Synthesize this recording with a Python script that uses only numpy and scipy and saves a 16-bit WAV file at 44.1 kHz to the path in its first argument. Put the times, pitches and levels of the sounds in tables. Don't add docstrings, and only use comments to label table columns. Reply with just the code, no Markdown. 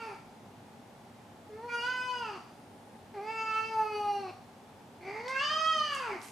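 import sys
import numpy as np
from scipy import signal
from scipy.fft import rfft, irfft
from scipy.io import wavfile

SR = 44100
rng = np.random.default_rng(int(sys.argv[2]) if len(sys.argv) > 2 else 0)


def put_to_file(sound):
    columns = np.atleast_2d(sound).T
    safe = np.clip(columns, -1, 1)
    whole_steps = np.round(safe * 32767)
    wavfile.write(sys.argv[1], SR, whole_steps.astype(np.int16))


N = 278307
TIME, BINS = np.arange(N) / SR, np.fft.rfftfreq(N, 1 / SR)
EDGE_HZ = 15300


def gain_of(db):
    return 10 ** (np.asarray(db) / 20)


def unit_rms(x):
    return x / np.sqrt(np.mean(x ** 2) + 1e-20)


def curve_at(points, hz):
    f, value = np.transpose(points)
    return np.interp(np.log(hz + 1), np.log(f + 1), value)


def follow(rows, t):
    s, *columns = np.transpose(rows)
    return [np.interp(t, s, c) for c in columns]


def bell(hz, centre_hz, width_hz):
    return 1 / (1 + ((hz - centre_hz) / width_hz) ** 2)


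def add(mix, s, sound):
    part = mix[max(round(s * SR), 0):][:len(sound)]
    part += sound[:len(part)]


def waver(size, rate_hz):
    hz = np.fft.rfftfreq(SR * 2, 1 / SR)
    spectrum = rfft(rng.standard_normal(SR * 2)) * bell(hz, 0, rate_hz)
    return unit_rms(irfft(spectrum)[:size])


def stereo_pair(a, b, likeness):
    c = np.clip(likeness, -1, 1)
    mid, side = np.sqrt((1 + c) / 2) * a, np.sqrt((1 - c) / 2) * b
    return np.array([mid + side, mid - side])


def tract_db(hz, mouth, t):
    # f/Hz, level/dB
    throat = [(400.0, 8.5), (900.0, -0.94), (1400.0, -1.14), (1900.0, -5), (2800.0, -10.5), (3700.0, -16.5),
              (4800.0, -18.5), (5600.0, -23.0), (6600.0, -30.5), (7400.0, -25.5), (8200.0, -23),
              (9200.0, -34.5), (10400.0, -27), (12300.0, -32), (14500.0, -34)]
    # f/Hz, share of the brightness
    lift = [(400, 0), (3200, 1.44), (7000, 1.47), (11000, 0.54)]
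    # multiple of the upper resonance, width/Hz, share of its ring
    upper_pair = [(1, 330, 1.045), (1.34, 574, 0.9)]
    jaw_hz, lip_hz, upper_hz, brightness_db, lip_db, upper_db, _, top_db = follow(mouth, t)
    jaw = 20.03 * bell(hz, jaw_hz, width_hz=0.4 * jaw_hz)
    lips = lip_db * bell(hz, lip_hz, width_hz=0.12 * lip_hz)
    upper = upper_db * sum(share * bell(hz, ratio * upper_hz, width) for ratio, width, share in upper_pair)
    top = top_db * bell(hz, 2.16 * upper_hz, width_hz=630)
    return curve_at(throat, hz) + brightness_db * curve_at(lift, hz) + jaw + lips + upper + top


def vocal_folds(pitch_hz, cycles, mouth, t, flutter_db=2.0, count=32):
    k = np.arange(1, count + 1)[:, None]
    hz = k * pitch_hz
    *_, fundamental_db, _ = follow(mouth, t)
    knots = np.arange(0, TIME[-1], .06)
    flutter = np.array([np.interp(t, knots, row) for row in rng.standard_normal((count, len(knots)))])
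    level_db = tract_db(hz, mouth, t) + fundamental_db * (k == 1)
    level_db += flutter_db * flutter * hz / (hz + 1100)
    gains = gain_of(level_db) * (hz < EDGE_HZ)
    gains /= np.sqrt((gains ** 2).sum(0) / 2)
    lag = rng.random((count, 1))
    return (gains * np.cos(2 * np.pi * (k * cycles - lag))).sum(0)


def rasp(cycles, mouth, t, low_cut_hz, high_cut_hz, frame=256):
    puffs = unit_rms((1 + 0.2 * np.cos(2 * np.pi * cycles)) * rng.standard_normal(len(t)))
    hz, frame_s, spectra = signal.stft(puffs, SR, nperseg=frame)
    hz = hz[:, None]
    band = hz ** 2 / (hz ** 2 + low_cut_hz ** 2) * bell(hz, 0, high_cut_hz)
    colour = gain_of(tract_db(hz, mouth, t[0] + frame_s)) * band
    colour /= np.sqrt((colour ** 2).mean(0))
    return signal.istft(spectra * colour, SR, nperseg=frame)[1][:len(t)]


def meow(pitch, level, mouth, roughness, husk_db=-11.5, sway_db=0.85, fade_s=0.00079):
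    start, end = level[0][0], level[-1][0]
    t = np.arange(start, end, 1 / SR)
    rough = follow(roughness, t)[0]
    jitter = (.001 + .04 * rough) * waver(len(t), rate_hz=160) + .0013 * waver(len(t), rate_hz=25)
    pitch_hz = follow(pitch, t)[0] * (1 + jitter)
    cycles = np.cumsum(pitch_hz) / SR
    shimmer = 1 + (.015 + .35 * rough) * waver(len(t), rate_hz=90)
    voice = np.sqrt(1 - rough ** 2) * vocal_folds(pitch_hz, cycles, mouth, t)
    voice += rough * rasp(cycles, mouth, t, low_cut_hz=3200, high_cut_hz=4500)
    husk = rasp(cycles, mouth, t, low_cut_hz=6000, high_cut_hz=7500)
    voice += gain_of(husk_db) * np.minimum(rough, .15) * husk
    fade = np.clip(np.minimum(t - start, end - t) / fade_s, 0, 1)
    level_db = follow(level, t)[0] + sway_db * waver(len(t), rate_hz=15.6)
    return start, gain_of(level_db) * fade * shimmer * voice


def cat():
    # t/s, f/Hz
    pitches = [
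        [(0.005, 459), (0.055, 449.0), (0.145, 378.5)],
        [(1.495, 427), (1.525, 422), (1.555, 431.0), (1.565, 436), (1.615, 456), (1.635, 474), (1.655, 480.5),
         (1.805, 472.4), (1.865, 497.3), (1.905, 506.1), (2.105, 500.3), (2.205, 478.2), (2.375, 363)],
        [(3.145, 426), (3.185, 394), (3.195, 391), (3.215, 412.6), (3.235, 418), (3.255, 429), (3.315, 446.9),
         (3.535, 438.2), (3.715, 446.1), (3.865, 426.7), (4.175, 401.0), (4.225, 390.2), (4.305, 358.5)],
        [(5.015, 348.5), (5.225, 471.8), (5.295, 524), (5.385, 537.3), (5.445, 598), (5.495, 606.8),
         (5.515, 622.3), (5.605, 634.6), (5.695, 641.3), (5.775, 618), (5.835, 599), (5.915, 576),
         (5.965, 543.8), (6.005, 524.8), (6.165, 346.4)],
    ]
    # t/s, level/dB
    levels = [
        [(0.0, -37), (0.07, -36), (0.15, -44.5)],
        [(1.49, -46.5), (1.52, -38), (1.56, -37.5), (1.61, -42), (1.68, -36.5), (1.75, -28), (1.81, -29.5),
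         (1.84, -29), (1.93, -32), (2.04, -31), (2.12, -32), (2.22, -34), (2.3, -35), (2.38, -39.8)],
        [(3.14, -42.5), (3.17, -34.5), (3.37, -32.5), (3.42, -27), (3.46, -33), (3.55, -24.5), (3.68, -34.5),
         (3.74, -30), (3.8, -24.5), (3.9, -29), (3.98, -24.5), (4.04, -27.5), (4.17, -25.5), (4.25, -33.8),
         (4.31, -37.5)],
        [(5.01, -45), (5.09, -34.5), (5.17, -35), (5.24, -37.5), (5.3, -34), (5.37, -25.5), (5.55, -27),
         (5.7, -25.5), (5.745, -27), (5.8, -27), (5.85, -33), (5.9, -30.0), (6.04, -34), (6.11, -30.5),
         (6.17, -34)],
    ]
    # t/s, jaw/Hz, lip/Hz, upper/Hz,
    # brightness/dB, lip ring/dB, upper ring/dB, fundamental/dB, top ring/dB
    mouths = [
        [(0, 1050, 2570, 4800, 6, 21, 10.5, -2.5, 6), (.15, 770, 2300, 4660, -2, 14, 8, 12, 18)],
        [(1.49, 504, 1944, 4500, -12, 13, 16, -3, 0), (1.675, 870, 2036, 4380, -3, 18, 10, 2.5, 0),
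         (1.7, 1250, 2340, 4620, 10, 24.5, 15, 5, 16), (1.77, 1370, 2750, 4770, 0, 15, 19, -0.5, 17),
         (1.82, 1179, 2814, 4630, 1.5, 22.5, 15.5, -6, 3), (1.95, 1380, 2830, 4780, .5, 22, 15, -2.5, 4),
         (2.12, 1084, 2970, 4890, 2.5, 20, 18, -3.5, 8), (2.26, 1047, 2810, 4762, 0, 24.5, 16.5, -1.5, 2),
         (2.38, 832, 2643, 4504, 1, 13, 9.5, 11, 2)],
        [(3.14, 749, 2220, 4440, -8, 14, 12, 2, 0), (3.22, 724, 2296, 4360, -7, 15.5, 11.5, -3, 2),
         (3.32, 1036, 2505, 5180, 5.5, 32.5, 16.5, 2, 1), (3.43, 1160, 2610, 4910, 1.5, 22.5, 20, -4.5, 0),
         (3.58, 1140, 2740, 4600, .5, 27, 13, -9.5, 6), (3.68, 1110, 2580, 4740, 4.5, 26, 19, 4.5, 6),
         (3.78, 1021, 2470, 4620, -11.5, 13.5, 16.5, -12.5, 2), (3.95, 900, 2680, 4560, -13, 24, 23.5, -7, 6),
         (4.12, 802, 2762, 4285, -12.5, 20.5, 22, -10.5, 11), (4.31, 792, 2477, 4220, -2, 16, 15, 6, 4)],
        [(5.01, 726, 2230, 4500, -5, 25, 17, 10, 0), (5.14, 776, 2170, 4820, -6, 25, 14, 2, -2),
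         (5.27, 860, 2080, 4460, 9, 20, 14.5, 12, 0), (5.35, 1540, 2390, 4640, 10, 19.5, 8.5, 3, -3),
         (5.44, 1230, 3210, 4800, 12, 23, 14, 2, -3), (5.58, 1340, 3100, 4760, 14, 18, 15.5, 7.5, 7),
         (5.7, 1480, 3160, 4830, 1.5, 26.5, 23.5, -0.5, 4), (5.82, 1321, 3050, 4600, 5.5, 25.5, 24, 1, 9),
         (5.95, 1370, 2910, 4682, 13.5, 15.5, 8.5, 6, 0), (6.05, 1101, 2600, 4770, 2, 17, 2.5, -3.5, 3),
         (6.17, 718, 2100, 4963, -9, 23.5, 14, 24, 4)],
    ]
    # t/s, roughness 0-1
    roughnesses = [
        [(0, .18), (.08, .3), (.15, .5)],
        [(1.675, .04), (1.695, .25), (1.73, .04), (2.15, .03), (2.27, .13), (2.38, .5)],
        [(3.14, .56), (3.165, .1), (3.3, .04), (4.2, .03), (4.27, .1), (4.3, .45)],
        [(5.01, .56), (5.17, .5), (5.27, .17), (5.34, .08), (5.42, .14), (5.52, .09), (5.62, .035), (5.78, .03),
         (5.88, .13), (5.98, .2), (6.08, .52)],
    ]
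    sends = [-3.5, -5, -8, -4.5]
    voice, send = np.zeros(N), np.zeros(N)
    for pitch, level, mouth, roughness, send_db in zip(pitches, levels, mouths, roughnesses, sends):
        start, call = meow(pitch, level, mouth, roughness)
        add(voice, start, call)
        add(send, start, gain_of(send_db) * call)
    return voice, send


def room(x, early_db=8, early_s=.045, taps_per_s=4000, frame=256):
    # f/Hz, t60/s
    decay = [(200, 0.11), (1000, 0.66), (2800, 0.66), (6000, 1), (14000, 0.54)]
    # f/Hz, left-right likeness
    likeness = [(200, 1), (500, 0.78), (1000, 0.75), (2500, 0.6), (8000, 0.86), (11000, 0.82)]
    # f/Hz, level/dB
    colour = [(400, -16), (800, -4), (1300, 0), (3000, -6.5), (6000, 1.5), (12000, -3)]
    age = np.arange(SR) / SR
    taps = rng.choice([-1., 1.], (2, SR)) * (rng.random((2, SR)) < taps_per_s / SR)
    taps *= (age > .002) * gain_of(early_db * np.exp(-age / early_s))
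    hz, t, spectra = signal.stft(taps, SR, nperseg=frame)
    spectra = stereo_pair(*spectra, curve_at(likeness, hz)[:, None])
    spectra *= gain_of(-60 * t / curve_at(decay, hz)[:, None])
    band_energy = (abs(spectra) ** 2).sum(2).mean(0)
    spectra *= (gain_of(curve_at(colour, hz)) / np.sqrt(band_energy))[:, None]
    tail = signal.istft(spectra, SR, nperseg=frame)[1]
    return signal.fftconvolve(x[None], tail / np.linalg.norm(tail[0]), axes=1)[:, :N]


def shifting_room(x, shift_hz=1.6):
    turn = 2 * np.pi * shift_hz * TIME
    return room(x * np.cos(turn)) + room(x * np.sin(turn))


def ventilation(level_db=-53):
    # f/Hz, relative level/dB
    air = [(24, -33), (40, -23), (60, -10.5), (72, -22.5), (90, -2.5), (167, -4), (219, -2.5), (295, -2.5),
           (325, -11), (359, -4.5), (437, -6.5), (771, -8.5), (1230, -14.5), (10000, -32.5), (14500, -39.5)]
    # f/Hz, width/Hz, boost/dB
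    duct = [(104, 5, 4), (231.4, 13.4, 5.5), (828, 75, 7.5), (3470, 53, 2.5)]
    # f/Hz, left-right likeness
    likeness = [(25, .1), (60, 0.93), (200, 0.95), (550, 0.87), (1650, 0.4), (5000, 0.26), (8000, 0.72),
                (12000, 1)]
    colour_db = curve_at(air, BINS) + sum(db * bell(BINS, hz, width) for hz, width, db in duct)
    spectra = stereo_pair(*rfft(rng.standard_normal((2, N))), curve_at(likeness, BINS))
    return gain_of(level_db) * unit_rms(irfft(spectra * gain_of(colour_db), N))


def whine(wobble_hz=30):
    # start/s, end/s, f/Hz, level/dB
    cue = (2.5, 3, 9560.5, -80)
    start, end, hz, level_db = cue
    pitch_hz = hz + wobble_hz * waver(round((end - start) * SR), rate_hz=60)
    tone = np.sin(2 * np.pi * np.cumsum(pitch_hz) / SR)
    sound = np.zeros(N)
    add(sound, start, gain_of(level_db) * unit_rms(tone))
    return sound


def line_drag(grain_db=3.6):
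    # f/Hz, level/dB
    colour = [(300, -40), (2000, 6), (5000, -3), (8500, 0.5), (12000, -3), (15500, -21)]
    # peak t/s, level/dB, rise/(dB/s), fall/(dB/s)
    scrapes = [(5.3, -71, 591, 247), (5.95, -57.5, 44, 110), (6.235, -48, 567, 115)]
    grains = rng.standard_normal(N) * gain_of(grain_db * rng.exponential(1, N))
    hiss = unit_rms(irfft(rfft(grains) * gain_of(curve_at(colour, BINS)), N))
    swells = sum(gain_of(db - np.maximum(rise * (s - TIME), fall * (TIME - s)))
                 for s, db, rise, fall in scrapes)
    return hiss * swells


def floor_ticks(size=4096):
    # t/s, level/dB, centre f/Hz, t60/s
    contacts = [(5.281, -37.5, 4130, 0.029), (5.294, -49, 8500, 0.034), (5.9492, -30.5, 7600, 0.0025),
                (6.216, -37, 4777, 0.0096), (6.229, -50, 9080, 0.055)]
    t, hz = np.arange(size) / SR, np.fft.rfftfreq(size, 1 / SR)
    ticks = np.zeros(N)
    for s, level_db, centre_hz, t60 in contacts:
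        spectrum = rfft(rng.standard_normal(size)) * bell(hz, centre_hz, width_hz=1600)
        add(ticks, s, unit_rms(irfft(spectrum)) * gain_of(level_db - 60 * t / t60))
    return ticks


def scene(direct_db=-7.0, floor_send_db=-4, cat_pan_db=.2, floor_pan_db=4.5):
    drag = line_drag()
    voice, voice_send = cat()
    floor = drag + floor_ticks()
    rightward = np.array([[-1], [1]])
    direct = voice * gain_of(cat_pan_db * rightward) + floor * gain_of(floor_pan_db * rightward)
    reverb = shifting_room(voice_send + gain_of(floor_send_db) * floor)
    return gain_of(direct_db) * direct + reverb + ventilation() + whine()


def record(dry):
    low_pass = signal.firwin(255, EDGE_HZ, window=("kaiser", 9), fs=SR)
    return signal.oaconvolve(dry, low_pass[None], "same", axes=1)


dry = scene()
out = record(dry)
put_to_file(out)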